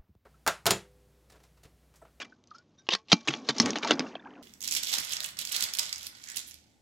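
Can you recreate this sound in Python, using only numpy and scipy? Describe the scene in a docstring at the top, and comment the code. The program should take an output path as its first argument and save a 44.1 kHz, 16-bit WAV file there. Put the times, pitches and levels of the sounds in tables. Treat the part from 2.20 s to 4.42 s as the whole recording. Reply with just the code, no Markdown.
"""Thin sheet ice cracks as it is broken by hand in a plastic water tank, outdoors, heard from close above.
Each crack is a run of tiny fractures that excites the modes of the sheet and of the tank; wall and
water thump. Early on, a tossed pane of ice shatters on the ground; the loudest cracks follow.
The freed pane scrapes by stick-slip friction and sloshes out of the water, and the drops and run-off
that fall from it trap bubbles, which ring."""
import sys
import numpy as np
from scipy import signal
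from scipy.fft import rfft, irfft
from scipy.io import wavfile

SR = 44100
rng = np.random.default_rng(int(sys.argv[2]) if len(sys.argv) > 2 else 0)


def int16_out(signal):
    """Quantize to a 16-bit WAV file."""
    q = np.round(np.clip(np.atleast_2d(signal).T, -1, 1) * 32767)
    wavfile.write(sys.argv[1], SR, q.astype(np.int16))


N = 98122
TIME = np.arange(N) / SR


def from_db(db):
    """Decibels to amplitude ratio."""
    return 10 ** (np.asarray(db) / 20)

def unit(x):
    """Normalisation to unit energy."""
    return x / np.sqrt(np.sum(x ** 2) + 1e-20)

def add(out, start, x):
    """Superposition of a short sound at a start time [s]."""
    i = max(int(start * SR), 0)
    out[i:i + len(x)] += x[:max(N - i, 0)]

def cut(x, hz, kind, order=2):
    """Butterworth filtering."""
    sos = signal.butter(order, np.clip(hz, 10, .45 * SR), kind, fs=SR, output="sos")
    return signal.sosfilt(sos, x + 1e-18)

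def level(rows):
    """Amplitude envelope interpolated through (time [s], level [dB])."""
    return from_db(np.interp(TIME, *np.transpose(rows)))

def coloured(x, spectrum):
    """Spectral shaping of a steady sound, at unit rms."""
    hz, db = np.transpose(spectrum)
    bins_hz = np.maximum(np.arange(N // 2 + 1) * SR / N, 1)
    gain = from_db(np.interp(np.log(bins_hz), np.log(hz), db))
    return unit(irfft(rfft(x) * gain, N)) * np.sqrt(N)

def clicks(size, per_s, spread_db):
    """A Poisson train of impulses with random sign and a spread of sizes."""
    born = rng.random(size) < per_s / SR
    sign = rng.choice([-1, 1], size)
    return born * sign * from_db(spread_db * np.minimum(rng.exponential(1, size), 4))

def ring(x, modes):
    """Modal resonance: x drives damped sinusoids, each level setting the energy of its mode."""
    t = TIME[:SR // 3]
    body = sum((-1) ** k * from_db(db) * unit(np.sin(2 * np.pi * hz * t) * from_db(-60 * t / t60))
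               for k, (hz, db, t60) in enumerate(modes))
    return signal.fftconvolve(x, body)[:N]


# spectrum of still outdoor air: (frequency [Hz], relative level [dB])
AIR_SPECTRUM = [(25, 15.5), (70, 12), (200, 10), (500, -0.5), (1500, -19), (6000, -20.5), (9000, -15.5),
                (15000, -16.5)]

def air():
    """Ambient noise: steady and random, strongest in the bass."""
    return from_db(-66) * coloured(rng.standard_normal(N), AIR_SPECTRUM)


# envelope of the rocking water: (time [s], level [dB])
SLOSH_LEVEL = [(0, -52), (.15, -67.5), (.5, -70.5), (.87, -80.5), (.97, -52.5), (1.05, -67), (1.13, -43),
               (1.25, -49.5), (1.36, -45.5), (1.46, -29.5), (1.58, -47.5), (1.74, -38), (1.85, -39),
               (1.98, -57), (2.09, -52.5)]
# its spectrum: (frequency [Hz], relative level [dB])
SLOSH_SPECTRUM = [(40, -21), (90, -31.5), (160, -11), (250, 6), (340, -3), (500, -7.5), (1000, -14),
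                  (3000, -34.5)]

def slosh():
    """Amplitude-modulated noise: a low wash swells and fades as water rocks in the tank."""
    return level(SLOSH_LEVEL) * coloured(rng.standard_normal(N), SLOSH_SPECTRUM)


def crunch(pitches=40, t60_cycles=40):
    """Impulse-driven resonators: ice grains and tiny bubbles ring briefly, with hiss of equal energy."""
    out = np.zeros(N)
    grains = clicks(N, per_s=6000, spread_db=4)
    resonator = rng.integers(0, pitches, N)
    for k, hz in enumerate(np.geomspace(500, 7000, pitches)):
        radius, angle = from_db(-60 * hz / (t60_cycles * SR)), 2 * np.pi * hz / SR
        feedback = [1, -2 * radius * np.cos(angle), radius ** 2]
        out += np.sqrt(hz) * unit(signal.lfilter([1, 0, -1], feedback, grains * (resonator == k) + 1e-18))
    return unit(out) + unit(rng.standard_normal(N))

# envelope of grating edges and the water fizzing under them: (time [s], level [dB])
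GRATING_LEVEL = [(0, -68), (.07, -66), (.2, -79), (.36, -66), (.45, -77.5), (.64, -74), (.76, -51),
                 (.84, -80), (.95, -50.5), (1.05, -57.5), (1.12, -38.5), (1.23, -58.5), (1.28, -43.5),
                 (1.34, -49), (1.41, -34.5), (1.54, -49.5), (1.61, -53), (1.67, -38), (1.78, -58),
                 (1.89, -53), (1.94, -69.5), (2.05, -72.5)]
# their spectrum: (frequency [Hz], relative level [dB])
GRATING_SPECTRUM = [(300, -10), (600, 4), (1200, 1), (2000, -1), (3200, 5), (5500, 3), (8000, 1),
                    (15000, -8.5)]
# modes of the floating sheet, also rung by cracks: (frequency [Hz], level [dB], decay T60 [s])
SHEET_MODES = [(493, -36, .08), (582, -21.5, .05), (864.4, -17.5, 0.08), (1113, -12.5, 0.059),
               (1130, -35.5, 0.22), (1470, -30, .14), (2350, -24, 0.19)]

def grating(lift_s=1.95, fade_db_per_s=120):
    """Stick-slip friction: edges rub in clumps and drive the sheet's modes until the pane lifts clear."""
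    clumps_db = 3 * np.sqrt(N) * unit(cut(rng.standard_normal(N), 60, "low"))
    fade_db = fade_db_per_s * np.maximum(TIME - lift_s, 0)
    rub = level(GRATING_LEVEL) * from_db(clumps_db - fade_db) * coloured(crunch(), GRATING_SPECTRUM)
    return (rub + from_db(2) * ring(rub, SHEET_MODES)) / np.sqrt(2)


def piece(count=24, low_hz=907, high_hz=7450, mean_t60_s=.024):
    """Free vibration: each broken piece of ice rings with scattered modes of its own."""
    t = TIME[:SR // 8]
    place, sign, decay = rng.random((3, count, 1))
    hz = low_hz * (high_hz / low_hz) ** ((np.arange(count)[:, None] + place) / count)
    envelope = from_db(-60 * t / (mean_t60_s * (.5 + decay)))
    modes = np.sign(sign - .5) * np.sqrt(hz) * np.sin(2 * np.pi * hz * t) * envelope
    return unit(np.sum(modes, axis=0))

def fracture(length, snap_db, hz, flex_db, brittle_db, attack_s=.0003, release_s=.00045):
    """Brittle fracture: tiny breaks ring a piece, flex the ice and shed splinters; gives sound, force."""
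    t = TIME[:SR // 8]
    opening = 1 - np.exp(-t / attack_s)
    dying = np.exp(-np.maximum(t - length, 0) / (release_s + .18 * length))  # short runs die faster
    breaks = unit(clicks(len(t), per_s=6300, spread_db=0) * opening * dying)
    splinters = unit(clicks(len(t), per_s=2000, spread_db=1.5) * opening * dying)
    first_snap = (t == t[int(attack_s * SR)]) * 2.1 * np.sqrt(release_s / (release_s + length))
    force = unit(breaks + first_snap)
    rung = force + from_db(-8) * unit(signal.fftconvolve(force, piece())[:len(t)])
    narrow = cut(rung, [hz / 1.13, hz * 1.13], "band", order=1)
    snap = from_db(snap_db) * unit(cut(narrow, [hz / 2, hz * 2.46], "band"))
    flex = from_db(flex_db) * unit(cut(rung, [281, 2630], "band", order=3))
    brittle = from_db(brittle_db) * unit(cut(cut(splinters + first_snap, 6500, "high"), 9600, "low"))
    scale = np.sqrt(SR / 100)  # unit energy becomes unit rms over 10 ms
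    return scale * (snap + flex + brittle), scale * force

# breaks and ticks in the floating sheet, and last the dull plop of a falling drop:
# (time [s], run length [s], snap level [dB], snap frequency [Hz], flexing level [dB],
# brittle treble level [dB], tank drive [dB])
CRACKS = [(.001, 0.019, -39.5, 2250, -38, -41, -78), (.0172, 0.012, -38, 3140, -38.5, -48, -76),
          (0.047, 0.0085, -77, 2700, -51.5, -54, -61), (0.239, 0.00061, -68.5, 4500, -74, -63, -90),
          (0.273, 0.00089, -62, 6000, -94, -80, -64), (0.306, 0.0028, -61.5, 4600, -80, -74, -90),
          (0.348, 0.015, -57.5, 5300, -78, -79, -86), (.383, 0.0038, -56.5, 5640, -88, -67, -61),
          (0.884, 0.012, -49, 3450, -59, -68, -51), (0.899, 0.026, -38, 3620, -45.5, -41.5, -58),
          (0.9175, 0.0099, -13, 3130, -20, -24, -38.5), (0.9286, 0.0018, -13.5, 4100, -19, -24.5, -26.5),
          (1.074, 0.0056, -33.5, 3730, -34, -33.5, -27.5), (1.079, 0.012, -29, 7460, -32.5, -39.5, -32.5),
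          (1.083, 0.0033, -22, 2570, -29.5, -33, -33), (1.1046, 0.0057, -35, 2920, -35.5, -50, -45),
          (1.1376, 0.0016, -29, 2940, -33, -48, -39), (1.288, 0.0054, -23, 4100, -28, -27, -26),
          (1.297, 0.0095, -29.5, 3600, -30.5, -33, -40), (1.383, 0.0028, -31.5, 5360, -49, -31, -34),
          (1.3994, 0.0019, -16, 5420, -24, -20, -24), (1.416, 0.0073, -35, 5930, -56, -33, -40),
          (1.4587, 0.0047, -40, 6500, -33.5, -26, -44), (1.471, 0.025, -40, 4000, -33, -37, -27),
          (1.5051, 0.0016, -32.5, 6430, -44.5, -33.5, -36), (1.532, 0.0019, -39, 3480, -46, -48, -46),
          (1.5565, 0.0045, -31.5, 3650, -30, -42, -34), (1.563, 0.013, -33, 2740, -33.5, -51, -48),
          (1.5853, 0.00049, -45, 5500, -45.5, -39.5, -35), (1.6267, 0.015, -40.5, 3960, -34.5, -43, -51),
          (1.6314, 0.004, -32, 2650, -45, -53, -35.5), (1.647, 0.0022, -35.5, 4530, -36.5, -46, -39),
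          (1.684, 0.037, -30, 3600, -29, -45, -25), (1.708, 0.0021, -18.5, 2685, -18, -25, -28.5),
          (1.716, 0.0026, -25, 3680, -26, -41, -31), (1.73, 0.0077, -37.5, 4670, -46, -45, -30.5),
          (1.794, 0.0011, -30, 5630, -32.5, -40, -22.5), (1.805, 0.002, -44.5, 4500, -36, -55, -45),
          (1.9536, 0.00027, -64, 2770, -45.5, -78.5, -43.5)]
# modes of the tank: (frequency [Hz], level [dB], decay T60 [s])
TANK_MODES = [(170, -13.5, 0.1), (229, -11.5, 0.22), (266.7, -7.5, 0.04), (292.8, -3, 0.087),
              (339.5, -9, 0.11), (414, -8.5, 0.0373), (516, -23.5, 0.02)]

def cracks():
    """Impulsive excitation: cracks, and last a drop's plop, ring the floating sheet and shake the tank."""
    ice, shake = np.zeros((2, N))
    for start, *crack, tank_db in CRACKS:
        sound, force = fracture(*crack)
        add(ice, start, sound)
        add(shake, start, from_db(tank_db) * force)
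    tank = cut(ring(shake, TANK_MODES), 128, "high", order=3)  # only the ring above about 128 Hz is kept
    return ice + from_db(-10) * ring(ice, SHEET_MODES) + tank


# bubbles trapped by drops: (time [s], level [dB], frequency [Hz], life [s], initial glide [octaves/s])
DROPS = [(0.122, -49, 1513, 0.027, 0.5), (.312, -41, 1295, 0.035, -8), (.345, -46, 1295, 0.047, 6),
         (0.381, -56.5, 1408, 0.07, 2.5), (1.647, -27, 870, .035, 7.5), (1.865, -40.5, 2760, .016, -4),
         (1.954, -24, 700, 0.011, -4), (1.9528, -32, 3345, 0.012, -14), (1.963, -38.5, 2460, 0.012, 24),
         (1.993, -48.5, 1516, 0.025, 27.5), (1.996, -49.5, 3540, 0.016, -1),
         (2.056, -43.5, 1560, 0.027, 6.5), (2.056, -43, 745, 0.061, 39)]

def drops(glide_s=.057, attack_s=.0015):
    """Bubble resonance: each wobbling bubble rings unevenly, glides and is gone as it surfaces."""
    out, t = np.zeros(N), TIME[:SR // 14]
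    for start, db, hz, life, glide in DROPS:
        octaves = glide * glide_s * np.tanh(t / glide_s)
        phase = 2 * np.pi * np.cumsum(hz * 2 ** octaves) / SR
        wobble = .18 * np.sqrt(len(t)) * unit(cut(rng.standard_normal(len(t)), 200, "low"))
        envelope = from_db(db - 60 * (t / life) ** 2) * (1 - np.exp(-t / attack_s))
        add(out, start, envelope * (1 + wobble) * np.sin(phase + wobble))
    return out


# modes of the flying pane: (frequency [Hz], level [dB], decay T60 [s])
GRAZE_MODES = [(1560, -3, 0.14), (3740, 3, 0.067), (5840, -2.5, 0.019)]

def graze(start_s=.575, length_s=.035):
    """Frictional excitation: the flying pane grazes something and rings faintly."""
    contact = np.sin(np.pi * np.clip((TIME - start_s) / length_s, 0, 1))
    return from_db(-62) * ring(contact * rng.standard_normal(N), GRAZE_MODES)


# the tossed pane touches down, shatters and settles: (time [s], run length [s], snap level [dB],
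# snap frequency [Hz], flexing level [dB], brittle treble level [dB])
LANDING_CRACKS = [(0.6677, 0.0048, -53.5, 2960, -58.5, -78), (0.6885, 0.00037, -21, 2700, -24, -34.5),
                  (0.7041, 0.0042, -34, 3700, -54, -66.5), (.709, 0.0086, -28, 3030, -46, -55.5),
                  (.721, 0.01, -25.5, 3610, -33, -47.5), (0.7342, 0.0042, -22, 3700, -31, -32.5),
                  (0.7493, 0.0026, -28, 3900, -31.5, -31.5)]
# modes of the landed pane: (frequency [Hz], level [dB], decay T60 [s])
LANDED_MODES = [(447, -21.5, 0.27), (878, -29, .08), (1083, -13.5, 0.12), (1588, -7, .07),
                (1950, -9.5, .05)]

def landing():
    """Impact fracture: the tossed pane breaks on the frozen ground and rings briefly."""
    ice = np.zeros(N)
    for start, *crack in LANDING_CRACKS:
        sound, _ = fracture(*crack)
        add(ice, start, sound)
    return ice + from_db(-12.5) * ring(ice, LANDED_MODES)


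# thumps as a pane lands or the sheet gives way: (time [s], level [dB], frequency [Hz], decay T60 [s])
THUMPS = [(0.6868, -32.5, 336, 0.077), (0.733, -30, 195.6, 0.068), (0.9294, -6, 188.7, 0.042),
          (0.9298, -16, 297, 0.033), (1.086, -32, 140.6, 0.17), (1.293, -36, 140.5, 0.14),
          (1.3998, -12.5, 227.7, 0.094), (1.432, -36, 105.7, 0.17), (1.7104, -41, 288, 0.073)]

def thumps(attack_s=.003):
    """Damped oscillation: a low swing of water and wall dies away quickly."""
    out, t = np.zeros(N), TIME[:SR // 4]
    for start, db, hz, t60 in THUMPS:
        envelope = from_db(db - 60 * t / t60) * (1 - np.exp(-t / attack_s))
        add(out, start, envelope * np.sin(2 * np.pi * hz * t))
    return out


# envelope of the bubbling as water runs off the lifted pane: (time [s], level [dB])
GURGLE_LEVEL = [(1.3, -84), (1.45, -55), (1.6, -52.5), (1.66, -39), (1.88, -52.5), (2.0, -58.5)]

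def gurgle(bubbles_per_s=500, low_hz=600, high_hz=3200, t60_cycles=30):
    """Superposed bubble resonances: a crowd of small bubbles, each rising a little in pitch."""
    out, t = np.zeros(N), TIME[:SR // 20]
    for when, place, faintness in rng.random((int(bubbles_per_s * N / SR), 3)):
        hz = low_hz * (high_hz / low_hz) ** place
        envelope = from_db(-20 * faintness - 60 * t * hz / t60_cycles)
        add(out, when * N / SR, envelope * np.sin(2 * np.pi * hz * t * (1 + 2 * t)))
    running = TIME > GURGLE_LEVEL[0][0]
    return level(GURGLE_LEVEL) * running * unit(out) * np.sqrt(N)


def reflections(x, t60_s=.064, delay_s=.0057):
    """Diffuse reflection: dense, short echoes from the tank wall and the ground."""
    t = TIME[:SR // 4]
    echo = rng.standard_normal(len(t)) * from_db(-60 * t / t60_s) * (t > delay_s)
    return signal.fftconvolve(x, unit(echo))[:N]

def treble(x, edge_hz=2300):
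    """Zero-phase filtering: a high-pass run forwards, then backwards, adds no delay."""
    forwards = cut(x, edge_hz, "high", order=4)
    return cut(forwards[::-1], edge_hz, "high", order=4)[::-1]

def scene():
    """Mid-side stereo: ice and water sit in the centre; treble in quadrature adds a little width."""
    close = landing() + cracks() + drops()
    bed = slosh() + air()
    mid = close + from_db(-19) * reflections(close) + thumps() + graze() + grating() + gurgle() + bed
    side = from_db(-22) * np.imag(signal.hilbert(treble(mid), 2 * N)[:N])
    return np.array([mid + side, mid - side])

def record(dry, ceiling=1.05, edge_hz=6670):
    """Band limiting and saturation: the microphone loses deep bass and high treble and rounds peaks."""
    rounded = ceiling * np.tanh(cut(dry, 80, "high", order=3) / ceiling)
    passband = cut(rounded, edge_hz, "low", order=12)
    faint_top = from_db(-20.5) * cut(cut(rounded, edge_hz, "high", order=4), 9080, "low", order=3)
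    return cut(passband + faint_top, 15500, "low", order=16)


dry = scene()
out = record(dry)
int16_out(out)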